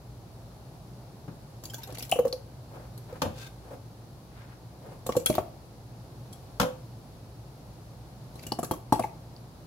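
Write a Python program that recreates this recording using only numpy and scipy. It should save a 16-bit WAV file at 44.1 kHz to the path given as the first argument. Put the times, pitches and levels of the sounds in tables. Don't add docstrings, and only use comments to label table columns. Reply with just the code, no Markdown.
import sys
import numpy as np
from scipy import signal
from scipy.fft import rfft, irfft, next_fast_len
from scipy.io import wavfile
from scipy.ndimage import uniform_filter1d

SR = 44100
rng = np.random.default_rng(int(sys.argv[2]) if len(sys.argv) > 2 else 0)


def store_pcm(level_fs):
    pcm = np.round(np.clip(level_fs, -1, 1) * 32767).astype(np.int16)
    wavfile.write(sys.argv[1], SR, np.atleast_2d(pcm).T)


N = 426006

# start t/s, thud level/dB, slap level/dB, cavity level/dB, cavity f/Hz, cavity life/s
PLOP_EVENTS = [(1.9225, -34, -42, -52, 530, .012), (2.1239, -38, -26.5, -13.5, 720, 0.008),
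               (2.158, -34, -31, -24.5, 510, 0.014), (2.1889, -22.5, -22.5, -12.5, 498, 0.023),
               (2.2509, -26.5, -30.5, -16.5, 510, 0.018), (2.269, -37, -35, -24.5, 490, 0.018),
               (2.327, -42, -34, -28.5, 509, 0.04), (3.1252, -43, -46, -34.5, 516, 0.02),
               (5.0638, -30, -29.5, -34, 546, 0.012), (5.0913, -24, -22.5, -22, 530, 0.0086),
               (5.1528, -48, -29.5, -29, 820, 0.0038), (5.1661, -15, -31, -13.5, 481, 0.018),
               (5.298, -11.5, -30, -19, 588, 0.025), (5.351, -41, -30, -38, 920, 0.0081),
               (5.3817, -39, -17, -13, 617, 0.0068), (8.466, -33, -43, -51, 600, .012),
               (8.519, -21.5, -26, -28, 836, 0.0089), (8.588, -22, -25.5, -26.5, 710, 0.015),
               (8.6297, -21.5, -27, -32, 1166, 0.015), (8.7111, -17, -21.5, -19, 860, 0.0037),
               (8.735, -31, -32, -41, 1100, 0.018), (8.9233, -12, -14, -10.5, 860, 0.0095),
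               (8.9339, -32, -29, -19, 854, 0.011), (8.956, -32, -36, -26, 850, .016),
               (8.994, -21, -20.5, -21.5, 645, 0.014), (9.04, -40, -29.5, -21.5, 883, 0.013)]
# start t/s, ping
# level/dB, f/Hz, ping life/s, spray level/dB
PINGS = [(1.653, -38, 4640, 0.011, -31.5), (1.6984, -43, 3160, 0.016, -36.5),
         (1.735, -42.5, 1540, 0.014, -32), (1.742, -40, 3430, 0.01, -30), (1.782, -44.5, 917, 0.028, -40),
         (1.833, -42.5, 3720, 0.022, -32), (1.872, -48, 766, 0.02, -40),
         (2.1138, -20.5, 10570, 0.0035, -23), (2.119, -19, 2680, 0.0051, -29),
         (2.1229, -19.5, 2940, 0.0067, -36), (2.3264, -23.5, 4420, 0.003, -42),
         (2.3273, -28.5, 4240, .009, -36), (5.0915, -27, 1120, .012, -50),
         (5.2598, -12, 10960, 0.0041, -16.5), (5.327, -38, 2400, 0.0038, -38),
         (8.394, -46, 2330, 0.0028, -45), (8.466, -42, 2854, 0.019, -32.5),
         (8.52, -19.5, 4740, 0.0024, -30.5), (8.5206, -36, 2990, 0.011, -44),
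         (8.71, -43.5, 3220, 0.031, -30), (9.024, -39, 2500, .005, -42),
         (9.036, -34.5, 2220, 0.0059, -42), (9.364, -42.5, 4800, 0.0031, -69)]
# f/Hz, relative level/dB, time to fall 60 dB/s
POT_TONES = [(167, -1, 0.14), (268.5, -2, 0.14), (509.7, 2.5, 0.25), (559, -0.5, 0.21), (820, -7, 0.18),
             (1016, -1, 0.091), (1150, -8, 0.15), (1570, -13, 0.1), (2626, -25, 0.1), (3665, -15, 0.046)]
# f/Hz, relative level/dB
SPRAY_COLOUR = [(600, -3), (1600, -14.5), (2200, -15.5), (4000, -7.5), (7500, -5), (9000, -14), (11000, -4),
                (15000, -10.5)]
MOUTH_PAN_DB = 1.5


def undb(db):
    return 10 ** (np.asarray(db) / 20)


def seconds(length):
    return np.arange(int(length * SR)) / SR


def fade(t, t60):
    return np.exp(-np.log(1000) * t / t60)


def peak(x):
    return x / np.abs(x).max()


def unit(x):
    return x / x.std()


def pan(db):
    return undb([[db / 2], [-db / 2]])


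def add(out, start, x):
    i = max(int(start * SR), 0)
    out[:, i:i + x.shape[-1]] += x[..., :N - i]


def colour(x, points):
    hz, db = np.transpose(points)
    size = next_fast_len(x.shape[-1] + SR // 20)
    f = np.fft.rfftfreq(size, 1 / SR)
    gain = undb(np.interp(np.log(f + 1), np.log(hz), db))
    return irfft(rfft(x, size) * gain, size)[..., :x.shape[-1]]


def diffuse(size, apart_hz=1500):
    mid, side = rfft(rng.standard_normal((2, size)))
    share = np.clip(np.fft.rfftfreq(size, 1 / SR) / apart_hz, .16, 1)
    both = np.array([mid + share * side, mid - share * side])
    return irfft(both / np.hypot(1, share), size)


def walk(rate, size=N):
    k = int(SR / rate)
    steps = np.repeat(rng.standard_normal(size // k + 1), k)
    smooth = uniform_filter1d(uniform_filter1d(steps, k), k)
    return unit(smooth[:size])


def burst(points, t60, rise):
    t = seconds(.4)
    shape = peak((1 - np.exp(-t / rise)) * fade(t, t60))
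    x = colour(diffuse(len(t)), points) * shape
    return .5 * x * shape.std() / x.std()


def ring(modes, rise, lag):
    t = np.maximum(seconds(.4) - np.array([[0], [lag]]), 0)
    detune = 1 + .004 * rng.standard_normal(len(modes))
    x = 0
    for (hz, db, t60), shift in zip(modes, detune):
        x = x + undb(db) * np.sin(2 * np.pi * hz * shift * t) * fade(t, t60)
    return peak(x * (1 - np.exp(-t / rise)))


def sing(x, modes):
    wall = ring(modes, rise=.001, lag=.0002)
    return signal.oaconvolve(x, wall / np.linalg.norm(wall[0]), axes=1)[:, :N]


def bubble(hz, life, rise, glide, waver, lag):
    t = np.maximum(seconds(2 * life + .008) - np.array([[0], [lag]]), 0)
    pitch = hz * (1 + glide * (t / life - .5) + waver * walk(hz, t.shape[1]))
    tone = np.sin(2 * np.pi * np.cumsum(pitch * (t > 0), axis=1) / SR)
    closing = 10 ** -(t / life) ** 2
    return peak(tone * (1 - np.exp(-t / rise)) * closing)


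def ping(hz, life):
    hz = min(hz, 15000)
    return bubble(hz, life, rise=2 / hz, glide=0, waver=min(.00035 / life, .09), lag=.00005)


def mottle(x, patchy_db):
    hz = np.geomspace(1200, 16000, 24)
    return colour(x, np.column_stack([hz, patchy_db * rng.standard_normal(len(hz))]))


def room(dry, wet_db, t60, treble_t60):
    # delay t/s, left gain (no unit), right gain (no unit)
    near_echoes = [(.0038, 0.032, 0.34), (.0079, 0.037, 0.18), (0.0177, 0.1, .09)]
    t = seconds(.6)
    noise = diffuse(len(t), apart_hz=925)
    low = signal.sosfilt(signal.butter(4, 3300, fs=SR, output="sos"), noise)
    high = signal.sosfilt(signal.butter(4, 5200, "high", fs=SR, output="sos"), noise)
    tail = (low * fade(t, t60) + high * fade(t, treble_t60)) * (1 - np.exp(-t / 0.0023))
    response = undb(wet_db) * tail / np.sqrt(np.sum(tail ** 2) / 2)
    for delay, left, right in near_echoes:
        response[:, int(delay * SR)] += left, right
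    return dry + signal.oaconvolve(dry, response, axes=1)[:, :N]


def appliance():
    # f/Hz, relative level/dB
    air_colour = [(25, -30), (58, -0.5), (80, -7), (120, 3), (200, -8.5), (420, -14.5), (800, -15.5),
                  (1050, -21.5), (2000, -32.5), (3300, -33.5), (4300, -29.5), (8500, -39.5), (11000, -35.5),
                  (16000, -43)]
    # f/Hz, middle rms level/dB
    hum_tones = [(56, -60.5), (118.7, -53), (342, -71)]
    air_db = -52
    air = colour(diffuse(N), air_colour)
    above_hum = signal.sosfilt(signal.butter(4, 200, "high", fs=SR, output="sos"), air)
    rush = air / above_hum.std() * undb(air_db + .5 * walk(3.39))
    t = np.arange(N) / SR
    hum = np.zeros(N)
    for hz, db in hum_tones:
        level = np.sqrt(2) * undb(db + 2.0 * walk(6))
        hum += level * np.sin(2 * np.pi * hz * t + 1.66 * walk(7.3))
    return rush + hum


def squelches():
    # start t/s, length/s, level/dB, centre f/Hz
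    soft_noises = [(1.859, 0.063, -48.5, 496), (2.695, 0.18, -52, 600), (3.074, 0.12, -51, 676),
                   (3.62, 0.16, -49, 514), (4.293, 0.28, -60.5, 1390), (4.803, 0.17, -51, 520)]
    out = np.zeros((2, N))
    for start, length, db, hz in soft_noises:
        size = int(length * SR)
        soft = colour(diffuse(size), [(hz / 5, -16), (hz, 0), (hz * 2, -10), (hz * 8, -34)])
        uneven = soft * undb(3.4 * walk(68.6, size))
        add(out, start, undb(db) * unit(uneven * np.sqrt(np.hanning(size))))
    return out


def scrape():
    start, length = 3.315, 0.17
    rub_db, ring_db = -52, -9
    size = int(length * SR)
    out = np.zeros((2, N))
    swell = np.sin(np.pi * (np.arange(size) / size) ** 2) ** .5
    rub = colour(diffuse(size), [(800, -5.0), (4500, -0.5), (8000, -9.5), (15000, -13)])
    rub = rub * undb(3.3 * walk(262, size))
    rub = undb(rub_db) * unit(rub * swell)
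    add(out, start, rub)
    add(out, start, undb(ring_db) * sing(rub, POT_TONES[-3:]))
    return out


def knocks():
    # start t/s, ring level/dB, thump level/dB, clack level/dB
    hits = [(1.278, -52, -28.5, -58), (3.2182, -22.5, -27, -16), (3.251, -27, -22, -51),
            (6.5987, -20.5, -18.5, -12), (6.6137, -27, -27, -18.5), (6.629, -21.5, -24, -25.5)]
    # f/Hz, relative level/dB
    rattle_colour = [(400, 11), (850, 17.5), (1200, -21), (3500, 0.5), (7000, -27)]
    thump_colour = [(35, -4), (130, 2), (380, -10), (1100, -21.5), (2000, -33), (8000, -55)]
    clack_colour = [(200, -11), (600, 0), (1150, 6), (2100, -8.5), (2700, -5.5), (6500, -10.5),
                    (9000, -21.5), (12000, -13), (15500, -21)]
    out = np.zeros((2, N))
    for start, ring_db, thump_db, clack_db in hits:
        add(out, start, undb(ring_db) * ring(POT_TONES, rise=0.001, lag=0.00027))
        add(out, start, undb(ring_db - 6.0) * burst(rattle_colour, t60=0.23, rise=0.00056))
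        add(out, start, undb(thump_db) * burst(thump_colour, t60=0.12, rise=0.0023))
        add(out, start, undb(clack_db) * burst(clack_colour, t60=0.053, rise=0.00042))
    return out


def crackle():
    # start t/s, length/s, level of the faintest ticks/dB
    slides = [(1.63, 0.59, -39.5), (5.059, 0.14, -34.5), (5.258, 0.135, -32), (8.342, 0.17, -42),
              (8.928, 0.15, -40)]
    out = np.zeros((2, N))
    for start, length, db in slides:
        for when, size, side in rng.random(size=(200, 3)):
            tick = undb(db + 12.0 * size ** 3) * np.array([[side], [1 - side]])
            add(out, start + length * when, tick)
        count = int(length * SR)
        hiss = colour(diffuse(count), [(900, -4), (2400, 8.0), (9000, -13.0)])
        hiss = hiss * undb(12.6 * walk(300, count))
        add(out, start, undb(db - 7.5) * unit(hiss * np.sqrt(np.hanning(count))))
    return colour(out, SPRAY_COLOUR)


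def sprays():
    # start t/s, spray level/dB
    snaps = [(1.637, -32), (1.947, -36.5), (1.982, -30), (1.993, -32.5), (2.023, -28), (2.049, -38),
             (2.094, -33.5), (2.278, -38), (2.976, -41), (5.0644, -28), (5.1535, -44), (5.165, -26.5),
             (5.198, -36), (5.269, -33), (5.351, -26), (6.327, -39), (8.355, -37), (8.429, -39),
             (8.63, -31), (8.644, -30), (8.7107, -28.5), (8.923, -23)]
    plop_spray_db, spray_per_thud = -16.5, 0.72
    grains_per_s, grain_db, patchy_db = 1412, 3.5, 6
    out = np.zeros((2, N))
    from_pockets = [(start, spray_db) for start, *_, spray_db in PINGS]
    from_plops = [(start, plop_spray_db + spray_per_thud * thud_db) for start, thud_db, *_ in PLOP_EVENTS]
    for start, db in snaps + from_pockets + from_plops:
        hiss = burst(SPRAY_COLOUR, t60=0.037, rise=0.0017)
        grainy = hiss * undb(grain_db * walk(grains_per_s, hiss.shape[1]))
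        drops = mottle(grainy, patchy_db)
        add(out, start, undb(db) * unit(drops) * hiss.std())
    return out


def pops():
    out = np.zeros((2, N))
    for start, db, hz, life, _ in PINGS:
        add(out, start, undb(db) * ping(hz, life))
    return out


def plops():
    # f/Hz, relative level/dB, time to fall 60 dB/s
    thud_tones = [(161, -1.5, 0.061), (232, -3.5, 0.052), (331, 8, 0.029)]
    # f/Hz, relative level/dB, time to fall 60 dB/s
    jar_tones = [(525, 4.5, 0.062), (698, 8, 0.041), (860, -1.5, 0.068), (1109, 4, 0.037),
                 (1560, -14.5, 0.036)]
    # f/Hz, relative level/dB
    splat_colour = [(80, -4), (300, -4), (600, -6.5), (1200, -17.5), (1500, -24), (6000, -41)]
    thud_pan_db = -3
    out = np.zeros((2, N))
    for start, thud_db, slap_db, cavity_db, hz, life in PLOP_EVENTS:
        splat = undb(-0.5) * burst(splat_colour, t60=0.082, rise=0.0006)
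        slap = ring(jar_tones, rise=0.00041, lag=.0001) + splat
        cavity = bubble(hz, life, rise=0.0025, glide=-0.033, waver=0.039, lag=.00004)
        thud = ring(thud_tones, rise=0.00089, lag=0.00037)
        add(out, start, undb(thud_db) * thud * pan(thud_pan_db))
        add(out, start, undb(slap_db) * slap * pan(MOUTH_PAN_DB))
        add(out, start, undb(cavity_db) * cavity * pan(MOUTH_PAN_DB))
    return out


def scene():
    # f/Hz, relative level/dB, time to fall 60 dB/s
    funnel_tones = [(1562, -3.5, 0.064), (2330, 2, 0.056), (2746, 0, 0.075), (2990, -1, 0.05),
                    (3326, -1.5, 0.071), (3770, -24, 0.048), (4240, -1, 0.052), (4670, 0, 0.031)]
    funnel_db, pot_pan_db = -11, 2.5
    wet = sprays() + crackle()
    funnel = undb(funnel_db) * sing(wet, funnel_tones)
    close = room(plops(), wet_db=-10.5, t60=0.4, treble_t60=0.49)
    spatter = room(pops() + wet + funnel, wet_db=-7.0, t60=0.31, treble_t60=0.26) * pan(MOUTH_PAN_DB)
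    pot = room(knocks() + squelches() + scrape(), wet_db=-7.0, t60=0.3, treble_t60=0.27) * pan(pot_pan_db)
    no_bass = signal.butter(3, 60, "high", fs=SR, output="sos")
    handling = signal.sosfilt(no_bass, close + spatter + pot)
    return handling + appliance()


def record(dry):
    # f/Hz, left level/dB, right level/dB
    port_response = [(700, 0, 0), (2000, .7, -.5), (8500, 1, -.5), (10000, 1, -2), (10800, 5.5, -2),
                     (11600, -1, -1), (13000, -4.5, 4), (15500, -4, 3)]
    top_hz = 15700
    ports = np.array(port_response)
    left = colour(dry[0], ports[:, [0, 1]])
    right = colour(dry[1], ports[:, [0, 2]])
    top_cut = signal.ellip(8, .2, 70, top_hz, fs=SR, output="sos")
    return signal.sosfilt(top_cut, np.array([left, right]))


dry = scene()
out = record(dry)
store_pcm(out)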